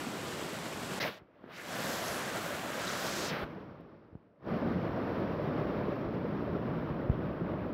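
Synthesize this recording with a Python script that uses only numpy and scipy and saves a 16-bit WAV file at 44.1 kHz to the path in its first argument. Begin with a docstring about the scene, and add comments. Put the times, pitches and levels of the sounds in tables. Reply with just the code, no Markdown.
"""Storm runoff in a stone channel

Muddy water rushes along: swirls make the noise, and ringing air bubbles add gulps, babble and spray.
We hear it from the path above for a second, then from the bank. A finger shifts over the microphone's
opening, muffles the water twice and finally stays there. The hand bumps the case now and then."""
import sys
import numpy as np
from scipy import signal
from scipy.fft import rfft, irfft, next_fast_len
from scipy.io import wavfile
from scipy.ndimage import uniform_filter1d, map_coordinates

SR = 44100
rng = np.random.default_rng(int(sys.argv[2]) if len(sys.argv) > 2 else 0)


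def transcribe(signal):
    """Save signal, clipped to [-1, 1], as a 16-bit WAV file at the path in sys.argv[1]."""
    frames = np.atleast_2d(signal).T
    limited = np.clip(frames, -1, 1)
    pcm = np.round(limited * 32767).astype(np.int16)
    wavfile.write(sys.argv[1], SR, pcm)


N = 341157
TIME = np.arange(N) / SR
TICK_FADE_S = 0.0015
FIZZ_HZ, FIZZ_OCTAVES = 12500, 0.55  # middle and width of the water's highest band


def amp(db):
    """Turn decibels into a number to multiply by."""
    return 10 ** (np.asarray(db) / 20)


def unit(x):
    """Scale a sound to an average (rms) strength of 1."""
    return x / np.sqrt(np.mean(x ** 2) + 1e-20)


def tone_curve(points, hz):
    """Join (pitch_hz, gain_db) points into a curve and read it at hz."""
    pitch_hz, gain_db = np.transpose(points)
    return np.interp(np.log(hz + 1), np.log(pitch_hz + 1), gain_db)


def hump(hz, centre_hz, octaves):
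    """A bell shape that picks out the pitches around centre_hz."""
    return np.exp(-(np.log2((hz + 1) / centre_hz) / octaves) ** 2)


def wobble(per_s):
    """A smooth curve through per_s random values a second."""
    return map_coordinates(rng.standard_normal(int(N * per_s / SR) + 4), [TIME * per_s])


def filtered(x, gain_at):
    """Turn each pitch in x up or down by gain_at(hz)."""
    size = next_fast_len(N + SR // 2)
    return irfft(rfft(x, size) * gain_at(np.fft.rfftfreq(size, 1 / SR)), size)[:N]


def high_tick(at_s, level_db):
    """A tiny dry tick, all treble."""
    burst = np.exp(-np.abs(TIME - at_s) / TICK_FADE_S) * rng.standard_normal(N)
    return amp(level_db) * filtered(burst, lambda hz: hump(hz, 13500, octaves=0.5))


def thud(start_s, pitch_hz):
    """Skin squeezes the air, then slips: a swing that slows and dies within a cycle or two."""
    slowing_cycles, fade_db_per_cycle = 1.16, 16
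    age = pitch_hz * (TIME - start_s)
    cycles = slowing_cycles * np.log1p(np.maximum(age, 0) / slowing_cycles)
    squeeze = 0.25 * np.exp(-np.abs(age) / 0.27)
    return squeeze - np.sin(2 * np.pi * cycles) * amp(-fade_db_per_cycle * cycles)


# The hand knocks the case: start_s, thud_db, starting_pitch_hz, tick_db
BUMPS = [(1.219, -42, 180, -60), (1.441, -31, 470, -35), (1.463, -40, 280, -60), (1.4794, -41, 500, -36),
         (3.432, -31, 90, -52), (4.1293, -38, 150, -55), (4.1532, -29, 230, -49), (6.060, -32, 75, -54),
         (7.0983, -10, 149, -52), (7.112, -29, 65, -55)]

def hand_bumps(dull_above_hz=1900):
    """Each bump is a thud and a short tick; the soft skin dulls both."""
    thuds = sum(amp(db) * thud(s, hz) for s, db, hz, _ in BUMPS)
    tick_shapes = sum(amp(db) * np.exp(-np.abs(TIME - s) / TICK_FADE_S) * (TIME >= s)
                      for s, _, _, db in BUMPS)
    ticks = tick_shapes * rng.standard_normal(N)
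    return filtered(thuds + ticks, lambda hz: 1 / (1 + (hz / dull_above_hz) ** 8))


def bubble(life, cycles, rise):
    """A pocket of air rings, rising in pitch and fading as life goes from 0 to 1."""
    ring = np.sin(2 * np.pi * cycles * life * (1 + rise * life / 2))
    soft_start = 1 - np.exp(-life * cycles * 2)
    return ring * soft_start * amp(-40 * life)


def single_bubbles(table, cycles):
    """Ring one bubble for each row, 1 dB below its listed level."""
    sound = np.zeros(N)
    for start_s, level_db, pitch_hz in table:
        life = np.clip((TIME - start_s) * pitch_hz / cycles, 0, 1)
        sound += amp(level_db - 1) * bubble(life, cycles, rise=0.16) * (life < 1)
    return sound


# Drops that stand out of the rush: start_s, level_db, pitch_hz
DROPS = [(2.083, -27.5, 6170), (2.851, -30, 7600), (2.879, -26, 3780), (2.939, -41, 10100)]

def drops():
    """Drops thrown on the stones make short, high plinks."""
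    return single_bubbles(DROPS, cycles=31)


# The loudest gulps: start_s, level_db, pitch_hz
GULPS = [(0.068, -26, 254), (0.914, -29.5, 189), (1.058, -22, 640), (2.463, -27, 560), (3.056, -27.5, 592),
         (3.223, -26, 455), (3.314, -29, 161), (3.556, -36, 178), (4.502, -24, 168), (4.555, -28, 203),
         (4.627, -24, 218), (4.668, -27, 148), (4.707, -22, 266), (4.755, -22.5, 174), (4.932, -27, 119),
         (4.976, -24, 632), (5.234, -23, 199.7), (5.396, -22, 550), (5.413, -27, 162), (5.474, -26.5, 147),
         (5.587, -22, 136), (5.615, -21.5, 380), (5.882, -19.5, 418), (5.889, -21, 302),
         (6.527, -25.5, 169), (6.683, -25, 475), (6.905, -26, 138), (6.951, -26.5, 172), (7.407, -25, 310),
         (7.414, -22.5, 168), (7.538, -26.5, 563), (7.700, -29, 263)]

def gulps():
    """Big air pockets ring low in a wave that stands in the stream."""
    return single_bubbles(GULPS, cycles=11.1)


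def bubble_swarm(per_s, low_hz, high_hz, cycles, spread_db):
    """Many bubbles at random times; small ones ring higher and die sooner."""
    count = int(per_s * N / SR)
    when, height, strength, sign = rng.random((count, 4)).T
    pitch_hz = low_hz * (high_hz / low_hz) ** height
    length = np.maximum(cycles * SR / pitch_hz, 2).astype(int)
    level_db = -spread_db * np.log(1 - 0.97 * strength)
    gain = pitch_hz * amp(level_db) * np.sign(sign - 0.5)  # pitch_hz evens out power across the band
    owner = np.repeat(np.arange(count), length)  # which bubble each sample belongs to
    age = np.arange(len(owner)) - np.repeat(np.cumsum(length) - length, length)
    rings = gain[owner] * bubble(age / length[owner], cycles, rise=0.21)
    starts = (when * N).astype(int)
    return unit(np.bincount(starts[owner] + age, rings, N)[:N])


def swirls(patchy_db):
    """Noise with patches that swell and fade as swirls of water break up."""
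    spectrum = signal.stft(rng.standard_normal(N), nperseg=512)[2]
    patches = uniform_filter1d(rng.standard_normal(spectrum.shape), size=6, axis=0)  # blur in pitch
    patches = uniform_filter1d(patches, size=12, axis=1)  # blur in time
    return unit(signal.istft(spectrum * amp(patchy_db * unit(patches)), nperseg=512)[1][:N])


def torrent():
    """The bare water: a surging rush with big air pockets, small bubbles and spray."""
    rush = swirls(patchy_db=0.4)
    gurgle = amp(-21.5) * bubble_swarm(per_s=170, low_hz=110.3, high_hz=645, cycles=10.2, spread_db=2.5)
    babble = amp(-15) * bubble_swarm(per_s=600, low_hz=607.7, high_hz=3215, cycles=33.4, spread_db=2.5)
    spray = amp(-5.5) * bubble_swarm(per_s=2600, low_hz=2970, high_hz=14800, cycles=9, spread_db=3)
    surge_db = 0.55 * wobble(per_s=6.5) + 0.6 * wobble(per_s=27)
    return unit(rush + gurgle + babble + spray) * amp(surge_db)


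# The water's tone from the path: pitch_hz, gain_db
PATH_TONE = [(20.0, -71), (60.0, -36), (170.0, -24.5), (350.0, -26), (800.0, -31), (1300.0, -32.5),
             (3000.0, -39.5), (6500.0, -47), (7900.0, -45), (9200.0, -52), (12000.0, -52.5),
             (15500.0, -60.2)]

def water_from_path():
    """Farther off, the bank takes the edge off the hiss."""
    return filtered(torrent(), lambda hz: amp(tone_curve(PATH_TONE, hz)))


# How strong the water's two high bands are: time_s, hiss_db, fizz_db
TREBLE = [(1.75, -48.5, -53.5), (1.92, -44, -52), (2.08, -45.5, -55), (2.17, -48, -55), (2.25, -49, -58),
          (2.45, -50, -53.5), (2.72, -52.5, -56.5), (2.906, -45, -56), (3.0, -46, -52), (3.25, -42.5, -55)]

def treble_drift_db(hz, t, usual_hiss_db=-46, usual_fizz_db=-53):
    """The hiss and the fizz above it wander from their usual levels."""
    time_s, hiss_db, fizz_db = np.transpose(TREBLE)
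    hiss = np.interp(t, time_s, hiss_db - usual_hiss_db, left=0) * hump(hz, 5350, octaves=0.56)
    fizz = np.interp(t, time_s, fizz_db - usual_fizz_db, left=0) * hump(hz, FIZZ_HZ, FIZZ_OCTAVES)
    return hiss + fizz


# Passing swells in the rush: peak_s, half_length_s, pitch_hz, width_octaves, boost_db
SWELLS = [(1.025, 0.029, 2100, 0.3, 9), (1.017, 0.012, 3500, 0.64, 4.5), (1.024, 0.031, 5400, 0.3, 8.5),
          (1.05, 0.098, 14000, 0.63, 5.5), (1.068, 0.02, 620, 0.42, 5), (1.168, 0.015, 620, 0.29, 13),
          (1.5, 0.028, 450, 1.0, 4.5), (1.598, 0.067, 2100, 0.6, 7), (2.93, 0.12, 1350, 0.27, 4),
          (3.22, 0.11, 420, 0.33, 5), (4.15, 0.16, 380, 1.2, 2), (4.699, 0.32, 200, 1.4, 2),
          (6.42, 0.51, 150, 1.1, 2.3)]

def swells_db(hz, t):
    """Bands of the rush swell briefly: a bright, hollow flare, then gurgles, babbles and heavy churns."""
    return sum(db * np.exp(-((t - peak_s) / half_s) ** 2) * hump(hz, pitch_hz, octaves)
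               for peak_s, half_s, pitch_hz, octaves, db in SWELLS)


# The ringing gap between hand and microphone: time_s, pitch_hz, boost_db
SWISH = [(1.7, 14500, -4), (1.83, 13000, 1), (2.0, 12000, 3.5), (2.15, 10700, 7.5), (2.26, 8800, 2),
         (2.5, 7400, -0.5)]

def hand_swish_db(hz, t):
    """The gap under the hovering hand gives the spray a falling swish."""
    time_s, pitch_hz, boost_db = np.transpose(SWISH)
    band = hump(hz, np.interp(t, time_s, pitch_hz), octaves=0.22)
    return np.interp(t, time_s, boost_db, left=0, right=0) * band


# Two firm presses of the finger: start_s, tightest_s, lift_start_s, end_s, depth_db
PRESSES = [(1.081, 1.256, 1.328, 1.759, 28.5), (3.434, 4.37, 4.382, 4.488, 32)]

def press_loss_db(landing_s=0.022, landing_db=7.5):
    """A press chokes the sound: a quick drop, a steady squeeze, a hold, then the lift."""
    loss_db = np.zeros(N)
    for start_s, tightest_s, lift_s, end_s, depth_db in PRESSES:
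        squeeze_db = np.interp(TIME, [start_s, start_s + landing_s, tightest_s], [0, landing_db, depth_db])
        loss_db += squeeze_db * np.interp(TIME, [lift_s, end_s], [1, 0]) ** 1.025
    return loss_db


def settling_loss_db(hz, t, start_s=5.16, bass_hz=220):
    """The resting finger slowly shuts out all but the bass; the hiss fades fastest."""
    db_per_s = 1.5 * hz ** 2 / (hz ** 2 + bass_hz ** 2) + 1.8 * hump(hz, 5500, octaves=0.66)
    return db_per_s * np.maximum(t - start_s, 0)


# The water's tone from the bank, microphone open: pitch_hz, gain_db
OPEN_TONE = [(20.0, -62), (60.0, -38.5), (150.0, -24), (370.0, -27), (620.0, -24.5), (850.0, -29.5),
             (1550.0, -28.5), (2400.0, -35.5), (5000.0, -41), (8000.0, -45), (9000.0, -50.5),
             (12000.0, -48), (15500.0, -52)]
# Its tone with the microphone under the finger: pitch_hz, gain_db
COVERED_TONE = [(20.0, -52.5), (55.0, -21.5), (170.0, -16.5), (600.0, -22), (800.0, -30), (1150.0, -30),
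                (2700.0, -47.5), (5500.0, -61.5), (6900.0, -84), (8500.0, -91), (11500.0, -75),
                (15500.0, -72.5)]

def finger_tone_db(hz, cover):
    """The finger dulls the water. Until it closes, the hollow under it boosts one band and cuts one."""
    open_hz, shut_hz = 8200, 2160
    ring_hz = shut_hz + (open_hz - shut_hz) * np.exp(-cover / 0.072)
    ring_db = 7 * (1 - np.exp(-cover / 0.025)) * hump(hz, ring_hz, octaves=0.97)
    dip_hz = 8840 - 5200 * cover
    dip_db = 14 * (1 - np.exp(-(cover / 0.18) ** 2)) * hump(hz, dip_hz, octaves=0.49)
    open_db = tone_curve(OPEN_TONE, hz) + ring_db - dip_db
    return (1 - cover) * open_db + cover * tone_curve(COVERED_TONE, hz)


# Pitches that build up between the stone wall and the bank: pitch_hz, width_octaves, boost_db
CHANNEL_RINGS = [(163, 0.1, 0.5), (332, 0.058, 3), (584, 0.04, 2)]
# How far the finger covers the microphone: time_s, cover_share (0 open, 1 covered)
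FINGER_COVER = [(1.0, 0.13), (1.09, 0.18), (1.183, 0.12), (1.21, 0.82), (1.36, 0.68), (1.47, 0.63),
                (1.525, 0.16), (1.59, 0.0024), (3.15, 0.027), (3.28, 0.013), (3.33, 0.26), (3.43, 0.49),
                (3.48, .78), (3.8, 0.98), (4.5, 0.93), (7.7, 0.99)]

def water_from_bank():
    """Close water rings in the channel and is heard past the shifting finger."""
    water = filtered(torrent(), lambda hz: amp(sum(db * hump(hz, pitch_hz, octaves)
                                                   for pitch_hz, octaves, db in CHANNEL_RINGS)))
    hz, t, spectrum = signal.stft(water, SR, nperseg=1024, noverlap=768)
    hz = hz[:, None]
    cover = np.interp(t, *np.transpose(FINGER_COVER))
    press_db = press_loss_db()
    # a press takes up to a fifth more off the fizz
    fizz_loss_db = 0.2 * cover * np.interp(t, TIME, press_db) * hump(hz, FIZZ_HZ, FIZZ_OCTAVES)
    water_db = swells_db(hz, t) + (1 - cover) * treble_drift_db(hz, t)
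    hand_db = finger_tone_db(hz, cover) + hand_swish_db(hz, t) - settling_loss_db(hz, t) - fizz_loss_db
    heard = signal.istft(spectrum * amp(water_db + hand_db), nperseg=1024, noverlap=768)[1][:N]
    return heard * amp(-press_db)


def scene():
    """The path, a brief gap, then the bank, all over faint microphone hiss."""
    switch_s, gap_s = 0.997, 0.004
    water = np.where(TIME < switch_s, water_from_path(), water_from_bank())
    gap = 1 - np.exp(-((TIME - switch_s) / gap_s) ** 2)
    hiss = amp(-102) * rng.standard_normal(N)
    background = hiss + hand_bumps() + high_tick(at_s=3.809, level_db=-70)
    return (background + drops() + gulps() + water * gap)[None]


def record(dry):
    """The deepest rumble and the very highest treble are cut away."""
    low_hz, top_hz = 34, 15750
    thinned = filtered(dry[0], lambda hz: 1 - 1 / (1 + (hz / low_hz) ** 8))
    return filtered(thinned, lambda hz: 1 / (1 + (hz / top_hz) ** 300))[None]


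dry = scene()
out = record(dry)
transcribe(out)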